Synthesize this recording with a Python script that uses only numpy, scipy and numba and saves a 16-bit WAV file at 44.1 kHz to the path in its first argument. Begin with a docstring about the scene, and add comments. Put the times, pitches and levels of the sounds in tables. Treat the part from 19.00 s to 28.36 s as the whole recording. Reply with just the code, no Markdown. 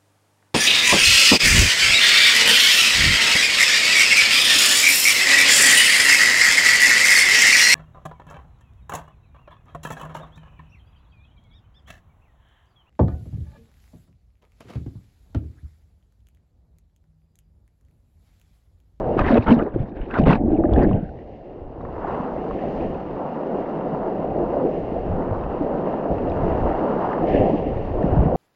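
"""A dull, bubbly river roar with gulps, hissing spray, ticks and deep buffeting, heard through a wet microphone.
A waterproof camera on a kayaker's helmet is swamped by waves, comes up wet and rides the rapids.
Coloured noise and random drops make the roar, slosh, spray, fizz and buffeting; fading sine waves
make the bubbles and gulps. Drops tick as noise splats with a ring; squelches are narrow gliding hisses."""
import sys
import numpy as np
from scipy import signal
from scipy.fft import rfft, irfft, next_fast_len
from scipy.io import wavfile
from scipy.ndimage import uniform_filter1d
from numba import njit

SR = 44100
rng = np.random.default_rng(int(sys.argv[2]) if len(sys.argv) > 2 else 0)


def file_out(sig):
    """Save sig as 16-bit WAV at sys.argv[1]."""
    # one column per channel
    cols = np.atleast_2d(sig).T
    # limit, then scale
    lim = np.clip(cols, -1, 1)
    pcm = np.round(lim * 32767).astype(np.int16)
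    wavfile.write(sys.argv[1], SR, pcm)


N = 412776

# How the river flows past the wet port, before waves and gusts are added.
# Each row: time in seconds, then base levels in dB of roar, buffeting, slosh and spray.
RIVER_LEVELS = [(0.0, -22, -33, -37.5, -58.5), (0.15, -22.5, -27.5, -38, -53), (0.43, -28, -35, -39, -44),
                (0.55, -34, -41, -36, -62), (0.681, -35.5, -38.5, -49, -59), (1.08, -34, -40.5, -54.5, -68),
                (2.05, -37.5, -34, -60.5, -63), (2.45, -38, -46.5, -58.5, -63.5),
                (2.66, -38.5, -40, -52, -67.5), (2.82, -31.5, -38.5, -48, -64),
                (2.98, -32.5, -36, -37, -58), (3.2, -27, -47, -35.5, -56), (3.4, -26, -36.5, -38, -54),
                (3.6, -24.5, -57, -42.5, -50.5), (3.85, -25, -29, -41.5, -49.5),
                (4.049, -27.5, -45, -39.5, -56), (4.6, -24.5, -50.5, -35.5, -54.5),
                (5.3, -23.5, -36.5, -37.5, -55.5), (5.6, -22.5, -35.5, -34.5, -54.5),
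                (5.72, -23.5, -36, -43, -51), (6.03, -25, -31.5, -42.5, -55.5),
                (6.17, -22.5, -36.5, -34.5, -56), (6.45, -27, -30, -35.5, -55), (6.65, -24, -35, -37, -54),
                (6.9, -22, -41.5, -33.5, -53.5), (7.2, -23, -35, -38, -53), (7.501, -21, -24.5, -31, -49.5),
                (8.12, -21, -39.5, -27.5, -50), (8.25, -20.5, -31, -35, -50), (8.66, -23, -30.5, -42, -51),
                (8.88, -25, -26.5, -43, -52), (9.1, -19.5, -22, -33, -52), (9.36, -18, -23, -35, -53)]
# Waves washing over the camera.
# Each row: start in seconds, length in seconds, drain time in seconds (to fall to 37 % in loudness gain),
# base levels in dB of roar, buffeting, slosh, spray and fizz, and gurgle centre pitch in Hz at mid-wave.
WAVES = [(0.166, 0.049, .015, -19.5, -16, -24.5, -34, -56, 269.5),
         (0.224, 0.07, 0.022, -23, -21.5, -24.5, -37, -60, 270),
         (0.282, 0.039, 0.016, -14.5, -36, -28, -32.5, -48, 276),
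         (0.335, 0.049, 0.0033, -13, -29, -26, -34, -56, 294),
         (0.458, 0.054, 0.016, -16.5, -18, -24.5, -38, -61, 223.4),
         (0.481, 0.041, 0.029, -14, -32, -44.5, -37, -50, 242),
         (0.557, 0.047, 0.029, -18, -26, -32, -50, -73.5, 258),
         (0.645, 0.03, 0.012, -23.5, -44, -35, -58, -79, 306),
         (0.732, 0.1, .02, -28.5, -24.5, -66, -58.5, -77.5, 221),
         (0.944, 0.073, 0.087, -37, -40, -53, -54, -74, 250),
         (1.072, 0.053, .01, -31.5, -55, -42, -50, -72, 293),
         (1.126, 0.055, 0.007, -26, -40, -29, -43, -67, 327),
         (1.165, 0.027, 0.013, -32, -24.5, -41, -39.5, -54, 303),
         (1.176, 0.056, 0.027, -18, -24, -62.5, -45.5, -62, 247),
         (1.251, 0.03, 0.015, -11.5, -15, -26, -34, -50.5, 234.5),
         (1.284, 0.05, 0.012, -16, -26, -27, -30, -49.5, 231),
         (1.337, 0.023, 0.009, -20.5, -26, -31, -40, -49.5, 227),
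         (1.36, 0.12, .015, -22.5, -22.5, -61.5, -78, -99, 221),
         (1.478, 0.31, .015, -21, -24, -53.5, -60.5, -88, 305),
         (1.703, 0.1, 0.027, -21, -20, -39.5, -48, -84, 312),
         (1.749, 0.096, 0.022, -15.5, -22, -35.5, -45.5, -70, 295),
         (1.847, 0.099, 0.05, -19.5, -20, -58, -50, -83, 201),
         (2.997, 0.06, .02, -35, -37, -36.5, -55, -82, 302),
         (3.053, 0.078, 0.088, -31, -37, -32.5, -51, -67, 305),
         (8.261, 0.098, .03, -22.5, -36, -52, -40.5, -62, 306),
         (8.333, 0.094, 0.12, -16.5, -27.5, -57, -41.5, -62, 296)]
# Gusts on the microphone membrane. Each row: centre in seconds, buffeting level in dB.
GUSTS = [(2.66, -32.5), (3.53, -32), (3.67, -33), (3.8, -31), (4.13, -39), (4.61, -39), (6.13, -23),
         (6.33, -27), (7.11, -24.5), (7.639, -22), (9.2, -14)]
# When water closes over the port and clears again.
# One row: starts closing, fully closed, starts clearing and fully clear, all in seconds.
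SWAMPED_TIMES = [.15, .17, 1.95, 2.1]

# Tone colour of the river's roar. Each row: frequency in Hz, relative strength in dB per Hz.
ROAR_COLOUR = [(71, -35), (120, -15), (150, 0.5), (220, 0), (295, 1.5), (527, 2), (772, -1.5), (950, -20),
               (1240, -36.5), (2090, -120)]
# Tone colour of wind and water pushing the membrane. Each row: frequency in Hz, relative strength in dB per Hz.
BUFFET_COLOUR = [(8.8, -30), (15, -2), (49, -1.5), (130, -5.5), (170, -24), (290, -120)]
# Tone colour of the slosh. Each row: frequency in Hz, relative strength in dB per Hz.
SLOSH_COLOUR = [(530, -23), (900, -0.5), (1600, -19), (2200, -37), (3520, -120)]
# Spray through the housing's resonances. Each row: frequency in Hz, relative strength in dB per Hz.
SPRAY_COLOUR = [(1450, -34.5), (1600, -6), (1800, 0), (2050, -2.5), (2400, -7.5), (2650, -5.5),
                (2800, -2.5), (2950, -8.5), (3150, -11.5), (3500, -20.5), (3800, -47)]
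# Waves bursting against the port. Each row: frequency in Hz, relative strength in dB per Hz.
GUSH_COLOUR = [(880, -29.5), (1500, -0.5), (2390, -8), (2840, -10), (3600, -20), (4680, -48.5),
               (7920, -120)]
# The high fizz above the spray. Each row: frequency in Hz, relative strength in dB per Hz.
FIZZ_COLOUR = [(3200, -32), (3500, -3), (4000, -5), (4700, -6.5), (5300, -11), (6800, -14.5), (8000, -26.5),
               (12000, -48)]
# Fine spray thrown by a wave. Each row: frequency in Hz, relative strength in dB per Hz.
SPATTER_COLOUR = [(3200, -35), (3600, 2), (5000, -9), (7000, -19), (9000, -13.5), (12500, -24)]

# Air pockets gulping in the port.
# Each row: start in seconds, relative strength in dB, first pitch in Hz, time to fade by 60 dB in seconds.
GULPS = [(0.167, -2.5, 332, 0.026), (0.33, -4.5, 230, 0.22), (0.376, -2, 490, 0.032),
         (0.388, -3.5, 107, 0.066), (0.515, 0.5, 235, 0.17), (0.567, -1.5, 247, 0.039),
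         (0.623, -2.5, 315, 0.014), (0.76, -2, 333, 0.023), (0.801, -6, 116, 0.048),
         (1.003, -11.5, 36, 0.11), (1.186, -3.5, 420, 0.025), (1.198, 5.5, 235, 0.018),
         (1.231, -5, 161, 0.13), (1.264, -1, 228, 0.03), (1.279, 3.5, 255, 0.022), (1.293, 4.5, 152, 0.036),
         (1.324, -4, 192, 0.06), (1.354, -6, 260, 0.029), (1.405, -7.5, 303, 0.037),
         (1.436, -6.5, 224, 0.096), (1.48, -5.5, 302, 0.076), (1.518, -6.5, 310, 0.11),
         (1.53, -4, 305, 0.083), (1.587, -6.5, 323, 0.13), (1.598, -18.5, 614, 0.091),
         (1.644, -3.5, 328, 0.05), (1.65, -12.5, 593, 0.094), (1.755, -16, 300, 0.052),
         (1.775, -21, 837, 0.079), (1.688, -6, 262, 0.044), (1.72, -13, 286, 0.076), (1.73, -9, 62, 0.18),
         (1.8, -10, 300, 0.046), (1.83, -11, 278, 0.09), (1.87, -4.5, 281, 0.069), (1.938, -5, 119, 0.079),
         (2.029, -9.5, 168, 0.038), (2.965, -18, 527, 0.028), (3.046, -11, 770, 0.027),
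         (3.2, -12, 188, 0.037), (3.318, -14, 676, 0.018), (3.363, -11, 570, .025), (3.802, -16, 328, 0.12),
         (3.85, -16, 195, 0.12), (5.568, -8, 554, 0.037), (5.645, -12, 328, 0.04), (6.098, -11, 70, 0.052),
         (6.311, -9.5, 95, 0.077), (6.609, -7.5, 287, 0.07), (7.1, -16, 165, 0.11),
         (7.718, -16, 730, 0.024), (8.348, 2.5, 260, 0.015), (8.373, -18, 300, .05),
         (8.394, -10.5, 103, 0.14), (8.405, -7, 515, 0.08), (8.436, -5, 397, 0.02), (8.542, -2, 300, 0.023),
         (9.04, -4.5, 179, 0.062), (9.121, -4, 90, .06), (9.166, -4, 154, 0.069), (9.189, -5, 108, 0.045),
         (9.222, -3.5, 171, 0.047), (9.257, -3.5, 155, 0.066)]
# Air squeezed through the port as it fills or drains.
# Each row: start in seconds, length in seconds, relative level in dB, first pitch in Hz, last pitch in Hz.
SQUELCHES = [(0.194, 0.032, -31, 1800, 1590), (0.248, 0.044, -36, 1984, 2210),
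             (0.296, 0.079, -20, 624, 562), (0.462, 0.038, -26, 1196, 1696),
             (0.586, 0.036, -29, 1113, 1450), (0.613, 0.022, -22, 303, 664), (1.1, 0.033, -35, 1307, 1614),
             (1.136, 0.047, -26, 1314, 1417), (1.156, .04, -24.5, 901, 498),
             (1.297, 0.022, -22.5, 994, 1270), (1.321, 0.027, -31, 1417, 1486),
             (1.349, 0.055, -53, 2020, 1990), (1.507, 0.039, -51.5, 1434, 1590),
             (1.809, 0.048, -34, 1707, 1785), (1.843, .05, -19, 214, 288), (1.952, 0.14, -55, 1385, 1650),
             (8.504, 0.066, -17, 199, 337)]
# Drops and slaps on the case. Each row: start in seconds, relative strength in dB, pitch in Hz.
TICKS = [(0.1915, -8, 1200), (0.194, -23, 2520), (0.193, -48, 3950), (0.303, -20, 1225), (0.342, -32, 3800),
         (0.373, -24, 2600), (0.425, -37, 2250), (0.4705, -39, 3200), (0.485, -30, 2920),
         (0.59, -37.5, 2900), (0.605, -44, 1480), (0.625, -41, 2510), (0.74, -36, 1550),
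         (1.1095, -37, 2600), (1.14, -24.5, 1960), (1.187, -16, 1055), (1.237, -36, 2900),
         (1.261, -29, 1470), (1.306, -12.5, 1123), (1.546, -47.5, 2800), (1.49, -51, 1650),
         (1.575, -44, 2300), (1.654, -35, 1700), (1.638, -26, 1180), (1.6914, -32, 1220),
         (1.736, -35, 3400), (1.762, -26, 1710), (1.8225, -19, 1020), (1.833, -46, 4700),
         (1.886, -44, 2200), (1.912, -25, 1050), (1.942, -40, 1130), (1.962, -44, 1500), (1.974, -44, 1600),
         (2.03, -49, 1500), (2.091, -42, 1510), (2.1539, -49, 1800), (2.189, -44, 1870), (2.809, -31, 1100),
         (2.814, -60, 3800), (2.851, -28, 1070), (2.853, -41, 1850), (3.045, -37, 1000),
         (3.5096, -23, 1080), (3.5907, -36, 1780), (3.608, -48, 1990), (3.623, -37.5, 2080),
         (3.81, -42, 2580), (3.945, -43, 2600), (6.412, -56, 3760), (6.438, -43, 2600), (6.627, -60, 4740),
         (6.785, -48, 2620), (6.856, -50, 3000), (7.183, -40.5, 2650), (7.298, -49, 3800),
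         (7.3185, -38, 2500), (7.298, -52, 5000), (8.131, -26, 1700), (8.346, -26, 1760),
         (9.028, -33, 1800)]

WAVE_ATTACK_S, GUST_S = 0.021, 0.038  # wave rise; time from a gust's centre to 37 % gain
# river fizz over quiet spray, and dB gained per dB of spray
FIZZ_RIDE_DB, FIZZ_RIDE_SLOPE, QUIET_SPRAY_DB = -66.5, 0.86, -51.0
GULP_RISE_OCT_S = 0.9  # octaves per second
TICK_T60_S, SPLAT_T60_S = 0.021, 0.0084  # time for the fading part to drop by 60 dB
SQUELCH_WIDTH = 0.22  # bandwidth divided by mean pitch
SELF_NOISE_DB, TOP_HZ = -104, 13200


def undb(db):
    """Turn decibels into gain."""
    return 10 ** (np.asarray(db) / 20)


def unit(x):
    """Scale a sound to an average (rms) strength of 1."""
    return x / np.sqrt(np.mean(x ** 2))


def walk(rate):
    """A wandering level: random steps, rate per second, smoothed twice and scaled to rms 1."""
    k = int(SR / rate)
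    steps = np.repeat(rng.standard_normal(N // k + 1), k)
    smooth = uniform_filter1d(uniform_filter1d(steps, k), k)
    return unit(smooth[:N])


def flow(t):
    """Gains of roar, buffeting, slosh, spray and fizz: river, waves and gusts add in power."""
    s, *db = np.transpose(RIVER_LEVELS)
    db.append(FIZZ_RIDE_DB + FIZZ_RIDE_SLOPE * (db[3] - QUIET_SPRAY_DB))
    power = undb([np.interp(t, s, column) for column in db]) ** 2
    for start, length, drain, *db, _ in WAVES:
        span = slice(int(start * SR), int((start + length + 8 * drain) * SR))
        age = t[span] - start
        rise = np.clip(age / WAVE_ATTACK_S, 0, 1)
        fall = np.exp(-np.maximum(age - length, 0) / drain)
        power[:, span] += np.outer(undb(db), rise * fall) ** 2
    for centre, db in GUSTS:
        power[1] += (undb(db) * np.exp(-np.abs(t - centre) / GUST_S)) ** 2
    return np.sqrt(power)


def rush(colour, grain_db, rate, swell_db, flicker_db, flicker_rate, count):
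    """Hiss and bursting drops in one tone colour, split into bands that each flicker by themselves."""
    hz, db = np.transpose(colour)
    chance = rng.random((3, N))
    happens = chance[0] < rate / SR
    sign = np.sign(chance[1] - .5)
    drops = happens * sign * undb(15.0 * chance[2] ** 2)  # a few drops are larger than the rest
    raw = rng.standard_normal(N) + undb(grain_db) * unit(drops)
    size = next_fast_len(N)
    log_hz = np.log(np.maximum(np.fft.rfftfreq(size, 1 / SR), 1))
    spectrum = rfft(raw, size) * undb(np.interp(log_hz, np.log(hz), db, -120, -120))
    place = np.interp(log_hz, np.log(hz[[0, -1]]), [0, count - 1])
    out = 0
    for k in range(count):
        # neighbouring bands overlap and their weights add to one
        weight = np.cos(np.pi / 2 * np.clip(place - k, -1, 1)) ** 2
        band = irfft(spectrum * weight, size)[:N]
        out = out + band * undb(flicker_db * walk(flicker_rate))
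    return unit(out * undb(swell_db * walk(flicker_rate)))


@njit
def rings(n, start, hz, decay, swell, rise, size):
    """Fading sine waves with a soft start, whose pitch may climb as the bubble nears the surface."""
    out = np.zeros(n)
    for k in range(len(start)):
        gain, step, phase, onset = size[k], hz[k], 0., 1.  # step: radians per sample
        for i in range(int(start[k]), n):
            out[i] += gain * (1 - onset) * np.sin(phase)
            phase += step
            step *= rise[k]
            gain *= decay[k]
            onset *= swell[k]
            if gain < size[k] / 1000:
                break
    return out


def ring(s, gain, hz, t60, rise, onset_cycles):
    """Play fading sine waves given in seconds, Hz and octaves per second."""
    decay = np.exp(-np.log(1000) / (np.maximum(t60, .002) * SR))
    swell = np.exp(-hz / (onset_cycles * SR))
    return rings(N, s * SR, 2 * np.pi * hz / SR, decay, swell, 2 ** (rise / SR), gain)


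def dull(x, top_hz):
    """Water in the port takes the edge off: frequencies above top_hz fade away."""
    return signal.sosfilt(signal.butter(5, top_hz, fs=SR, output="sos"), x)


def bubbles(centre_hz, rate, spread, cycles, size_db, top_hz):
    """A swarm of ringing bubbles, rate per second, tuned up to spread octaves from a centre pitch."""
    when, tune, size = rng.random((int(rate * N / SR), 3)).T
    s = when * N / SR
    hz = centre_hz[(s * SR).astype(int)] * 2 ** (spread * (2 * tune - 1))
    gain = undb(size_db * size ** 2)
    swarm = ring(s, gain, hz, cycles / hz, 0.33 * hz / cycles, onset_cycles=0.48)
    return unit(dull(swarm, top_hz))


def river_roar(t, swamped):
    """Flowing water as low noise with froth; under water it partly turns into a bubbling gurgle."""
    start, length, *_, pocket_hz = np.transpose(WAVES)
    centre_hz = np.interp(t, start + length / 2, pocket_hz)
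    under = 0.5 * swamped
    river = rush(ROAR_COLOUR, grain_db=-7.0, rate=400., swell_db=-0.55,
                 flicker_db=1.45, flicker_rate=18., count=5)
    froth = bubbles(np.full(N, 380.), rate=250., spread=1.1, cycles=13.0, size_db=4.5, top_hz=950.0)
    gurgle = bubbles(centre_hz, rate=130.0, spread=0.46, cycles=9.9, size_db=8.5, top_hz=940.0)
    open_roar = unit(river + undb(-11.0) * froth)
    return np.sqrt(1 - under) * open_roar + np.sqrt(under) * gurgle


def sloshing(swamped):
    """Moving water as mid-pitched noise and burbling bubbles, which grow stronger when swamped."""
    burble = bubbles(np.full(N, 1400.), rate=130.0, spread=0.45, cycles=18.0, size_db=8.5, top_hz=2130.0)
    wash = rush(SLOSH_COLOUR, grain_db=-2.5, rate=300., swell_db=0.5,
                flicker_db=1.3, flicker_rate=25.0, count=4)
    return undb(-17.5 + 9.0 * swamped) * burble + wash


def spraying(swamped):
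    """Spray hisses through the housing; when swamped, a flatter gush replaces it and bubbles plip more."""
    plips = bubbles(np.full(N, 2200.), rate=64.0, spread=0.45, cycles=36.0, size_db=15.0, top_hz=3250.0)
    hiss = rush(SPRAY_COLOUR, grain_db=-6.0, rate=460.0, swell_db=1.0,
                flicker_db=1.1, flicker_rate=30., count=4)
    gush = rush(GUSH_COLOUR, grain_db=-5.0, rate=250., swell_db=1.2,
                flicker_db=2.5, flicker_rate=60., count=3)
    mix = np.sqrt(1 - swamped) * hiss + np.sqrt(swamped) * gush
    return mix + undb(-13.5 + 7.0 * swamped) * plips


def fizzing(swamped):
    """High, fine noise that gives way to unsteady spatter from the waves when swamped."""
    fine = rush(FIZZ_COLOUR, grain_db=-6.5, rate=300.0, swell_db=.6,
                flicker_db=.8, flicker_rate=40., count=3)
    spatter = rush(SPATTER_COLOUR, grain_db=-5.5, rate=200., swell_db=1.0,
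                   flicker_db=4.0, flicker_rate=35.0, count=2)
    return np.sqrt(1 - swamped) * fine + np.sqrt(swamped) * spatter


def gulps():
    """Large air pockets ring with a rising pitch; each starts with a drop in pressure."""
    s, db, hz, t60 = np.transpose(GULPS)
    rise = np.full(len(s), GULP_RISE_OCT_S)
    return -dull(ring(s, undb(db), hz, t60, rise, onset_cycles=0.24), top_hz=1080.0)


def squelches():
    """Squeezed air makes a narrow hiss whose pitch glides."""
    out = np.zeros(N)
    for start, length, db, first_hz, last_hz in SQUELCHES:
        u = np.linspace(0, 1, int(length * SR))
        hz = first_hz * (last_hz / first_hz) ** u
        band = signal.butter(2, SQUELCH_WIDTH * hz.mean() / 2, fs=SR, output="sos")
        # two slow noises carried by a cosine and a sine make a narrow band around the pitch
        a, b = signal.sosfilt(band, rng.standard_normal((2, SR // 2)))[:, -len(u):]
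        phase = 2 * np.pi * np.cumsum(hz) / SR
        hiss = unit(a * np.cos(phase) + b * np.sin(phase))
        i = int(start * SR)
        out[i:i + len(u)] += undb(db) * np.sqrt(np.sin(np.pi * u)) * hiss
    return out


def ticks():
    """Each drop is a short splat of noise around its pitch with a little ring of the case."""
    s, db, hz = np.transpose(TICKS)
    out = undb(2.5) * ring(s, undb(db), hz, np.full(len(s), TICK_T60_S), 0 * s, onset_cycles=0.45)
    t = np.arange(int(.08 * SR)) / SR
    shape = (1 - np.exp(-t / 0.0014)) * np.exp(-np.log(1000) * t / SPLAT_T60_S)
    for k, noise in enumerate(rng.standard_normal((len(s), len(t)))):
        band = signal.butter(2, [0.67 * hz[k], 1.16 * hz[k]], "bandpass", fs=SR, output="sos")
        splat = shape * unit(signal.sosfilt(band, noise))
        i = int(s[k] * SR)
        out[i:i + len(t)] += undb(db[k] + 3.0) * splat
    return out


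def buffeting():
    """Wind and water push the membrane, making slowly flickering, very low noise."""
    return rush(BUFFET_COLOUR, grain_db=-15.0, rate=20.0, swell_db=1.16,
                flicker_db=-1.5, flicker_rate=10.0, count=3)


def scene():
    """River, spray and buffeting follow the waves; gulps, ticks and squelches land on top."""
    t = np.arange(N) / SR
    roar, buffet, slosh, spray, fizz = flow(t)
    swamped = np.interp(t, SWAMPED_TIMES, [0, 1, 1, 0])
    # while waves wash over the port the flow comes in lumps
    lumps = undb(swamped * 1.4 * walk(90.))
    out = roar * river_roar(t, swamped)
    out = out + slosh * lumps * sloshing(swamped)
    out = out + spray * lumps * spraying(swamped)
    out = out + fizz * lumps * fizzing(swamped)
    out = out + gulps() + squelches() + ticks()
    out = out + buffet * buffeting()
    return out[None]


def record(dry):
    """The preamp rounds peaks and hisses faintly, the wet membrane dulls sharp edges, and the top is cut."""
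    rounded = np.tanh(0.71 * dry) / 0.8
    wet = signal.sosfilt(signal.butter(4, 6500., fs=SR, output="sos"), rounded)
    wet = wet + undb(SELF_NOISE_DB) * rng.standard_normal(dry.shape)
    return signal.sosfilt(signal.ellip(8, .2, 70, TOP_HZ, fs=SR, output="sos"), wet)


dry = scene()
out = record(dry)
file_out(out)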